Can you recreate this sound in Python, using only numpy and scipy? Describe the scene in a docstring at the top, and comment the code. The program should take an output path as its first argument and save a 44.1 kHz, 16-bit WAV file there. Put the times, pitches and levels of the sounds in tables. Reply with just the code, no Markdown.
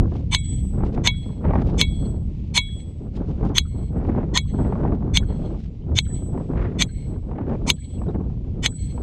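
"""A steel hammer drives a metal stake into dry ground on a windy day, heard by one close microphone.
From the start, wind hisses in far grass and its eddies rumble and buffet on the microphone; sleeves rustle.
A short fizz swells just before each crack. At each of eleven blows steel cracks on steel and excites the
modes of stake and hammer head. Echoes return from far objects, the gain ducks the treble, and grit falls
back while the head sings on at a high pitch. In the later blows the ground damps the stake much sooner."""
import sys
import numpy as np
from scipy import signal
from scipy.fft import rfft, irfft
from scipy.io import wavfile
from scipy.ndimage import uniform_filter1d

SR = 44100
rng = np.random.default_rng(int(sys.argv[2]) if len(sys.argv) > 2 else 0)


def dump(signal):
    """Clip the signal to [-1, 1] and save it as 16-bit WAV at the path in sys.argv[1]."""
    limited = np.clip(np.atleast_2d(signal).T, -1, 1)
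    pcm = np.round(limited * 32767).astype(np.int16)
    wavfile.write(sys.argv[1], SR, pcm)


N = 397782

# Noise spectra of wind in grass, cloth and four kinds of eddy noise: frequency_hz, relative_density_db
GRASS_SPECTRUM = [(530, -32.5), (900, -3.5), (1520, -19), (2210, -6.5), (3370, -10), (6340, -18.5),
                  (8190, -22.5), (9500, -49.5), (12400, -75.5), (20900, -120)]
CLOTH_SPECTRUM = [(800, -10.5), (1500, 0), (3000, 2.5), (5000, -3), (8000, -13.5), (9500, -17),
                  (10500, -58.5)]
RUMBLE_SPECTRUM = [(8.8, -40.5), (15, -8), (43, 3), (75, 3.5), (203, -6.5), (300, -19.5), (390, -39.5),
                   (660, -120)]
FLUTTER_SPECTRUM = [(60, -16), (130, -1.5), (250, -3.5), (420, -10), (800, -29), (1600, -79.5)]
BUFFET_SPECTRUM = [(200, -8.5), (420, -4.5), (800, -8.5), (1500, -23), (3000, -57.5), (5000, -73.5)]
TEAR_SPECTRUM = [(500, -11), (1000, -5), (2000, -10.5), (3500, -28.5), (5000, -44), (7000, -72.5)]
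# Sleeves brushing: centre_s, half_width_s, level_db
SLEEVE_BRUSHES = [(0.16, 0.058, -58.5), (0.87, .02, -55.5), (0.945, 0.016, -57), (1.654, 0.11, -56),
                  (3.166, 0.032, -56.5), (3.3, 0.04, -59.5), (3.466, 0.047, -58.5), (4.084, 0.083, -65),
                  (4.95, 0.14, -73), (5.622, 0.059, -60), (6.63, .06, -63), (7.497, 0.035, -71.5),
                  (8.1, 0.046, -67)]
# Grit and clods falling back: start_s, level_db, pitch_hz
GRIT_FALLS = [(1.135, -50, 1520), (1.14, -52, 1990), (1.388, -66, 3330), (2.683, -58, 1730),
              (3.65, -45, 1320), (4.45, -52, 1095), (4.494, -52, 2020), (5.224, -40, 1520),
              (5.82, -63, 3000), (6.064, -46, 1470), (6.10, -52, 1780), (6.888, -49.5, 1600),
              (7.78, -54, 1700), (7.815, -49.5, 2200), (7.978, -60.5, 2720), (8.084, -58.5, 3750),
              (8.72, -51, 1500)]
# Course of the wind's rumble on the microphone: time_s, level_db
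RUMBLE_LEVELS = [(0.0, -12.5), (0.15, -23.5), (1.0, -20), (1.36, -29), (1.5, -17), (2.96, -32.5),
                 (3.44, -22.5), (3.87, -26.5), (3.94, -24), (5.22, -21), (5.83, -31), (5.9, -21.5),
                 (6.51, -26.5), (6.61, -21.5), (6.71, -26.5), (6.78, -22), (7.06, -30), (7.61, -26),
                 (7.71, -18.5), (7.79, -33.5), (7.99, -26), (9.02, -26.5)]
# Gusts: centre_s, hold_s, buffet_level_db, brightness_db
WIND_GUSTS = [(0.04, 0.23, -43, -8), (0.62, 0.051, -59, 2), (0.84, 0.1, -39.5, 3), (0.985, 0.059, -35, 0),
              (1.29, 0.038, -48, -8), (1.529, 0.13, -32, 4), (1.724, 0.16, -40, -6.5), (1.95, 0.1, -51, -2),
              (2.073, 0.079, -42, -6), (2.34, 0.065, -73, -3), (2.54, 0.034, -57, -1),
              (2.88, 0.05, -59.5, -2), (3.06, 0.019, -51, 0), (3.24, .12, -44, -3),
              (3.46, 0.097, -39.5, -4), (3.78, 0.052, -48, -6), (4.1, 0.25, -38.5, 6.5),
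              (4.31, 0.055, -44, 3.5), (4.77, 0.35, -34.5, -2), (5.08, 0.1, -43.5, -3),
              (5.27, 0.085, -41.5, 11), (5.47, 0.079, -39, -7), (5.91, 0.021, -44, -3),
              (6.12, 0.028, -46.5, 5), (6.273, 0.1, -52, -5.5), (6.38, .05, -43.5, -7),
              (6.544, 0.086, -45, -1), (6.628, 0.077, -38, 16), (6.795, 0.08, -45, 11),
              (7.119, 0.057, -47, -10.5), (7.313, 0.027, -44, -4.5), (7.403, 0.039, -41.5, 10),
              (7.513, 0.056, -38, 6), (7.66, 0.047, -42, -2), (8.06, 0.16, -46.5, -5),
              (8.2, 0.13, -44, -17), (8.52, 0.15, -54, 2), (8.66, .05, -49.5, 1), (8.98, 0.04, -47.5, -2)]
# The strongest puffs on the microphone: time_s, level_db
STRONG_PUFFS = [(0.835, -36), (0.976, -35), (1.451, -33.5), (1.508, -32), (1.535, -30), (1.554, -27),
                (1.619, -35), (3.43, -41), (4.089, -38.5), (4.23, -42), (4.648, -39), (4.724, -34.5),
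                (4.834, -39), (6.376, -39.5), (6.533, -42.5), (6.557, -42), (6.594, -40), (7.313, -43),
                (7.385, -38), (7.494, -43.5), (8.017, -44), (8.148, -40.5), (8.978, -42.5)]
# Noise bands of the echoes, the fizz and the steel-on-steel contact: centre_hz, width_hz, gain_db
ECHO_BANDS = [(1620, 220, -16), (2200, 67, 0.5), (3320, 150, 3), (3900, 40, -2.5), (4240, 79, 2.5),
              (3020, 1200, -10.5), (6250, 39, -5.5), (7400, 65, -17)]
FIZZ_BANDS = [(970, 240, -10.5), (1550, 600, -12.5), (1880, 190, -10), (2280, 240, -0.5), (3090, 250, -4.5),
              (3420, 100, -0.5), (3520, 110, 2.5), (4244, 150, -2.5), (5230, 630, -15.5), (6240, 280, 0),
              (6670, 99, -7), (7190, 150, -6.5), (8020, 300, -12.5), (9400, 600, -21), (10900, 1500, -35),
              (13000, 3000, -47.5)]
CRACK_BANDS = [(1130, 70, -21), (2300, 270, -14), (3365, 900, 12), (3750, 1450, 7), (5900, 500, -21),
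               (8540, 620, -9.5), (12400, 2800, -26)]
# Normal modes of the hammer head and of the free stake: pitch_hz, level_db, t60_s
HEAD_MODES = [(7945, 0, 1.5), (7925, -5, 1.0), (7963, -10, .8)]
STAKE_MODES = [(990, -16, .09), (2233, -5, .22), (2681, -17, .1), (3345, -8, .5), (3885, -13, .23),
               (4185, -5, .07), (6250, -6, .04), (6417, -4, .047), (7180, -19, .1), (8680, -21, .045),
               (9016, -36, .3), (10630, -36, .054), (11300, -32, .067)]
# Blows: impact_s, crack_db, fizz_db, stake_db, tilt_db_per_octave, ground_damping_db_per_s, head_db
HAMMER_BLOWS = [(0.3479, -2, -19.5, -18.5, 2, 10.5, -28), (1.0737, 0.5, -20, -12.5, -3, 41, -45),
                (1.8138, -2, -20.5, -14.5, 0.5, 18, -38), (2.5772, -4.5, -16.5, -11.5, -0.5, 22, -41),
                (3.5824, 3, -20, -18.5, 4.5, 202, -44.5), (4.375, -2, -18, -14.5, 0.5, 223.5, -46),
                (5.1724, 0.5, -19.5, -17, -0.5, 483.5, -50.5), (5.9877, -3.5, -22, -13, -4, 794, -33),
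                (6.8223, -3, -18, -13.5, 2.5, 905, -41.5), (7.7019, 0, -21, -12, 2, 893, -40),
                (8.661, -3, -21.5, -12, 0, 894, -34)]

CALM_DB, REFERENCE_GUST_DB = -66, -35
GUST_RISE_DB_PER_S, GUST_FALL_DB_PER_S = 247.5, 200.5
SMALL_PUFFS_PER_S, FIZZ_LEAD_S, ECHO_DELAY_S = 12, 0.042, 0.026
DUCK_SPLIT_HZ, DUCK_ABOVE_DB, DUCK_RATIO = 250, -22.5, 0.42
DUCK_ATTACK_S, HOLD_FALL_DB_PER_S = 0.0043, 171


def from_db(db):
    """Amplitude ratio of a level in decibels."""
    return 10 ** (np.asarray(db) / 20)


def rms_one(x):
    """Normalisation to unit rms."""
    return x / np.sqrt(np.mean(x ** 2) + 1e-20)


def drift(corner_hz):
    """Low-pass filtered noise: a slow random fluctuation of unit rms."""
    pole = np.exp(-20 * np.pi * corner_hz / SR)  # at a tenth of the sample rate
    slow = signal.lfilter([1], [1, -2 * pole, pole * pole], rng.standard_normal(N // 10 + 4002))[4000:]
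    return np.interp(np.arange(N) / 10, np.arange(len(slow)), rms_one(slow))


def wander(t, points_per_s):
    """Linear interpolation between random values over one second."""
    return np.interp(t, np.arange(points_per_s + 1) / points_per_s, rng.standard_normal(points_per_s + 1))


def shaped_noise(spectrum, modulation_db=0):
    """Amplitude-modulated white noise, filtered to a spectrum and scaled to unit rms."""
    noise = rng.standard_normal(N) * from_db(modulation_db)
    bin_hz = np.arange(1, N // 2 + 2) * SR / N
    hz, density_db = np.transpose(spectrum)
    gain = from_db(np.interp(np.log(bin_hz), np.log(hz), density_db, left=-80))
    return rms_one(irfft(rfft(noise) * gain, N))


def resonances(x, bands):
    """Forced response of two-pole resonators in parallel, summed with alternating signs."""
    out = 0
    for k, (hz, width_hz, gain_db) in enumerate(bands):
        r = np.exp(-np.pi * width_hz / SR)
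        poles = [1, -2 * r * np.cos(2 * np.pi * hz / SR), r * r]
        out += (-1) ** k * from_db(gain_db) * signal.lfilter([(1 - r * r) / 2, 0, (r * r - 1) / 2], poles, x)
    return out


def steep_band(x, hz, width_hz, gain_db=0):
    """Two like resonators in cascade give a band with steeper skirts."""
    return resonances(resonances(x, [(hz, width_hz, gain_db)]), [(hz, width_hz, 0)])


def free_vibration(modes, t, tilt_db=0, damping_db_per_s=0):
    """Superposition of damped modes, unevenly excited; added damping takes most from the low ones."""
    hz, level_db, t60_s = np.transpose(modes)[:, :, None]
    level_db = level_db + 1.5 * rng.standard_normal(hz.shape) + tilt_db * np.log2(hz / 3300)
    decay_db_per_s = 60 / t60_s + damping_db_per_s * (3300 / hz) ** 1.1
    return np.sum(from_db(level_db - decay_db_per_s * t) * np.sin(2 * np.pi * hz * t), axis=0)


def add(out, start_s, sound):
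    """Superposition of a sound on the mix from start_s on."""
    i = round(start_s * SR)
    out[i:i + len(sound)] += sound[:N - i]


def grass_hiss():
    """Turbulent flow through far grass radiates a faint, nearly steady broadband noise."""
    return from_db(-67.5 + 2 * drift(3.1)) * shaped_noise(GRASS_SPECTRUM)


def sleeve_rustle():
    """Sliding friction of cloth makes grainy noise that swells and fades with each brush."""
    t = np.arange(N) / SR
    envelope = sum(from_db(level_db) * np.exp(-((t - centre_s) / half_width_s) ** 2)
                   for centre_s, half_width_s, level_db in SLEEVE_BRUSHES)
    return envelope * shaped_noise(CLOTH_SPECTRUM, 4.5 * drift(40))


def falling_grit():
    """Small impacts of grit and clods: each is a transient of narrow-band noise."""
    out, t = np.zeros(N), np.arange(SR // 20) / SR
    envelope = t / 0.006 * np.exp(1 - t / 0.006)  # peaks at 6 ms
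    for start_s, level_db, pitch_hz in GRIT_FALLS:
        tick = rms_one(steep_band(rng.standard_normal(len(t)), pitch_hz, width_hz=250))
        add(out, start_s, from_db(level_db) * envelope * tick)
    return out


def gust_levels(t):
    """Upper envelope of gusts that rise, hold and fall: level and brightness of the strongest, in dB."""
    strongest_db, brightness_db = np.full(len(t), float(CALM_DB)), np.zeros(len(t))
    for centre_s, hold_s, level_db, bright_db in WIND_GUSTS:
        early_s = np.maximum(centre_s - hold_s / 2 - t, 0)
        late_s = np.maximum(t - centre_s - hold_s / 2, 0)
        gust_db = level_db - GUST_RISE_DB_PER_S * early_s - GUST_FALL_DB_PER_S * late_s
        brightness_db = np.where(gust_db > strongest_db, bright_db, brightness_db)
        strongest_db = np.maximum(strongest_db, gust_db)
    return strongest_db, brightness_db


def wind_eddies():
    """Turbulent pressure on the microphone: smooth rumble, lumpy flutter, spiky buffets, a tearing edge."""
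    rumble_db = np.interp(np.arange(N) / SR, *np.transpose(RUMBLE_LEVELS))
    gust_db, brightness_db = np.repeat(gust_levels(np.arange(0, N, 32) / SR), 32, axis=1)[:, :N]
    gust_db = uniform_filter1d(gust_db, size=64) + drift(6.7)  # the wind wavers within a gust
    excess_db = gust_db - REFERENCE_GUST_DB
    tear_db = -52.5 + uniform_filter1d(brightness_db, size=400) + 1.5 * excess_db  # outgrows the gust
    rumble = from_db(rumble_db) * shaped_noise(RUMBLE_SPECTRUM, 0.5 * drift(5))
    eddy = drift(23)  # one eddy shakes the three upper layers together
    flutter = from_db(-23 + 0.67 * excess_db) * shaped_noise(FLUTTER_SPECTRUM, 2.8 * eddy)
    buffets = from_db(gust_db) * shaped_noise(BUFFET_SPECTRUM, 3.5 * eddy + 3.5 * drift(100))
    tearing = from_db(tear_db) * shaped_noise(TEAR_SPECTRUM, 2 * eddy + 3.2 * drift(120))
    return rumble + flutter + buffets + tearing


def wind_puffs():
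    """Pressure transients on the microphone, each a noise burst with a dull body and a brighter edge."""
    out, t = np.zeros(N), np.arange(SR // 25) / SR
    body_band = signal.butter(4, [350, 1000], "band", fs=SR, output="sos")
    edge_band = signal.butter(3, [900, 2300], "band", fs=SR, output="sos")
    occurs = rng.random(N // 100 - 10) < SMALL_PUFFS_PER_S * 100 / SR  # one chance per 100 samples
    small_s = 0.01 + np.flatnonzero(occurs) * 100 / SR
    small_db = gust_levels(small_s)[0] - 5
    for time_s, level_db in STRONG_PUFFS + list(zip(small_s, small_db)):
        burst = rng.standard_normal(len(t)) * t / 0.003 * np.exp(1 - t / 0.003)
        body = rms_one(signal.sosfilt(body_band, burst))
        edge = from_db(-17) * rms_one(signal.sosfilt(edge_band, burst))
        add(out, time_s - 0.002, from_db(level_db) * (body + edge))
    return out


def far_echoes(t):
    """Scattering from far objects blurs the stake's tones into noise bands that swell, then die."""
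    envelope = (t / 0.081) ** 1.5 * np.exp(-t / 0.054)
    returns = rng.standard_normal(len(t)) * from_db(5 * wander(t, 50))  # they arrive in clumps
    bands = [(hz, width_hz, gain_db + 3 * rng.standard_normal()) for hz, width_hz, gain_db in ECHO_BANDS]
    return envelope * resonances(returns, bands)


def short_fizz():
    """Band-filtered noise, coloured anew each time, swells just before a crack and fades just after."""
    t = np.arange(SR // 8) / SR
    rise = np.sin(np.pi / 2 * t / FIZZ_LEAD_S) ** 2
    fall = 0.5 * np.exp(-((t - FIZZ_LEAD_S) / 0.011) ** 2)
    bands = [(hz, width_hz, gain_db + 4.5 * rng.standard_normal()) for hz, width_hz, gain_db in FIZZ_BANDS]
    noise = rng.standard_normal(len(t))
    sharp = rms_one(sum(steep_band(noise, *band) for band in bands))
    blurred = from_db(-9) * rms_one(resonances(noise, bands))
    return np.where(t < FIZZ_LEAD_S, rise, fall) * rms_one(sharp + blurred)


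def head_ring(t):
    """Close modes of the hammer head beat as it rebounds, turns in the air and swings away."""
    rebound = 1 - np.exp(-t / 0.03)
    turning = from_db(3.5 * wander(t, 25))
    receding = np.exp(-(t / 0.33) ** 2)
    return rebound * turning * receding * free_vibration(HEAD_MODES, t)


def stake_ring(t, tilt_db, ground_damping):
    """The struck stake vibrates in inharmonic modes that lose energy to the ground."""
    return free_vibration(STAKE_MODES, t, tilt_db, ground_damping)


def contact_crack(t):
    """An impulse and the brief chatter of the steel faces excite broad resonances."""
    envelope = from_db(-60 * t / 0.011) + from_db(-15.5 - 60 * t / 0.035)  # t60 of 11 ms and 35 ms
    force = rng.standard_normal(len(t)) * envelope
    force[:3] = [2, 3, 2]  # the click of first contact
    return resonances(force, CRACK_BANDS)


def hammer_blows():
    """A short fizz swells just before each crack; each impact gives a crack, ringing and echoes."""
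    out, t = np.zeros(N), np.arange(SR) / SR
    for impact_s, crack_db, fizz_db, stake_db, tilt_db, ground_damping, head_db in HAMMER_BLOWS:
        add(out, impact_s - FIZZ_LEAD_S, from_db(fizz_db) * short_fizz())
        add(out, impact_s, from_db(crack_db) * contact_crack(t))
        add(out, impact_s, from_db(stake_db) * stake_ring(t, tilt_db, ground_damping))
        add(out, impact_s, from_db(head_db) * head_ring(t))
        add(out, impact_s + ECHO_DELAY_S, from_db(-29) * far_echoes(t))
    return out


def scene():
    """Sound pressures add linearly at one microphone, which feeds both channels."""
    background = grass_hiss() + sleeve_rustle() + falling_grit() + wind_eddies() + wind_puffs()
    return np.tile(background + hammer_blows(), (2, 1))


def record(dry):
    """Split-band compression: a loud treble peak briefly ducks everything above the rumble."""
    low = signal.sosfiltfilt(signal.butter(2, DUCK_SPLIT_HZ, fs=SR, output="sos"), dry[0])
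    high = dry[0] - low
    treble = signal.sosfilt(signal.butter(2, 1500, "high", fs=SR, output="sos"), high)
    over_db = np.maximum(20 * np.log10(np.abs(treble) + 1e-9) - DUCK_ABOVE_DB, 0)
    ramp_db = HOLD_FALL_DB_PER_S * np.arange(N) / SR
    held_db = np.maximum.accumulate(over_db + ramp_db) - ramp_db  # peak hold with a steady fall
    pole = np.exp(-1 / (DUCK_ATTACK_S * SR))
    duck_db = DUCK_RATIO * signal.lfilter([1 - pole], [1, -pole], held_db)
    ducked = low + high * from_db(-np.roll(duck_db, SR // 25))  # the gain acts 40 ms late
    dull = signal.sosfilt(signal.butter(1, 10000, fs=SR, output="sos"), ducked)  # the capsule rolls off
    rounded = dull / (1 + dull ** 6) ** (1 / 6)  # full scale rounds the highest peaks
    band_limit = signal.cheby2(12, 70, 15750, fs=SR, output="sos")
    return np.tile(signal.sosfilt(band_limit, rounded), (2, 1))


dry = scene()
out = record(dry)
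dump(out)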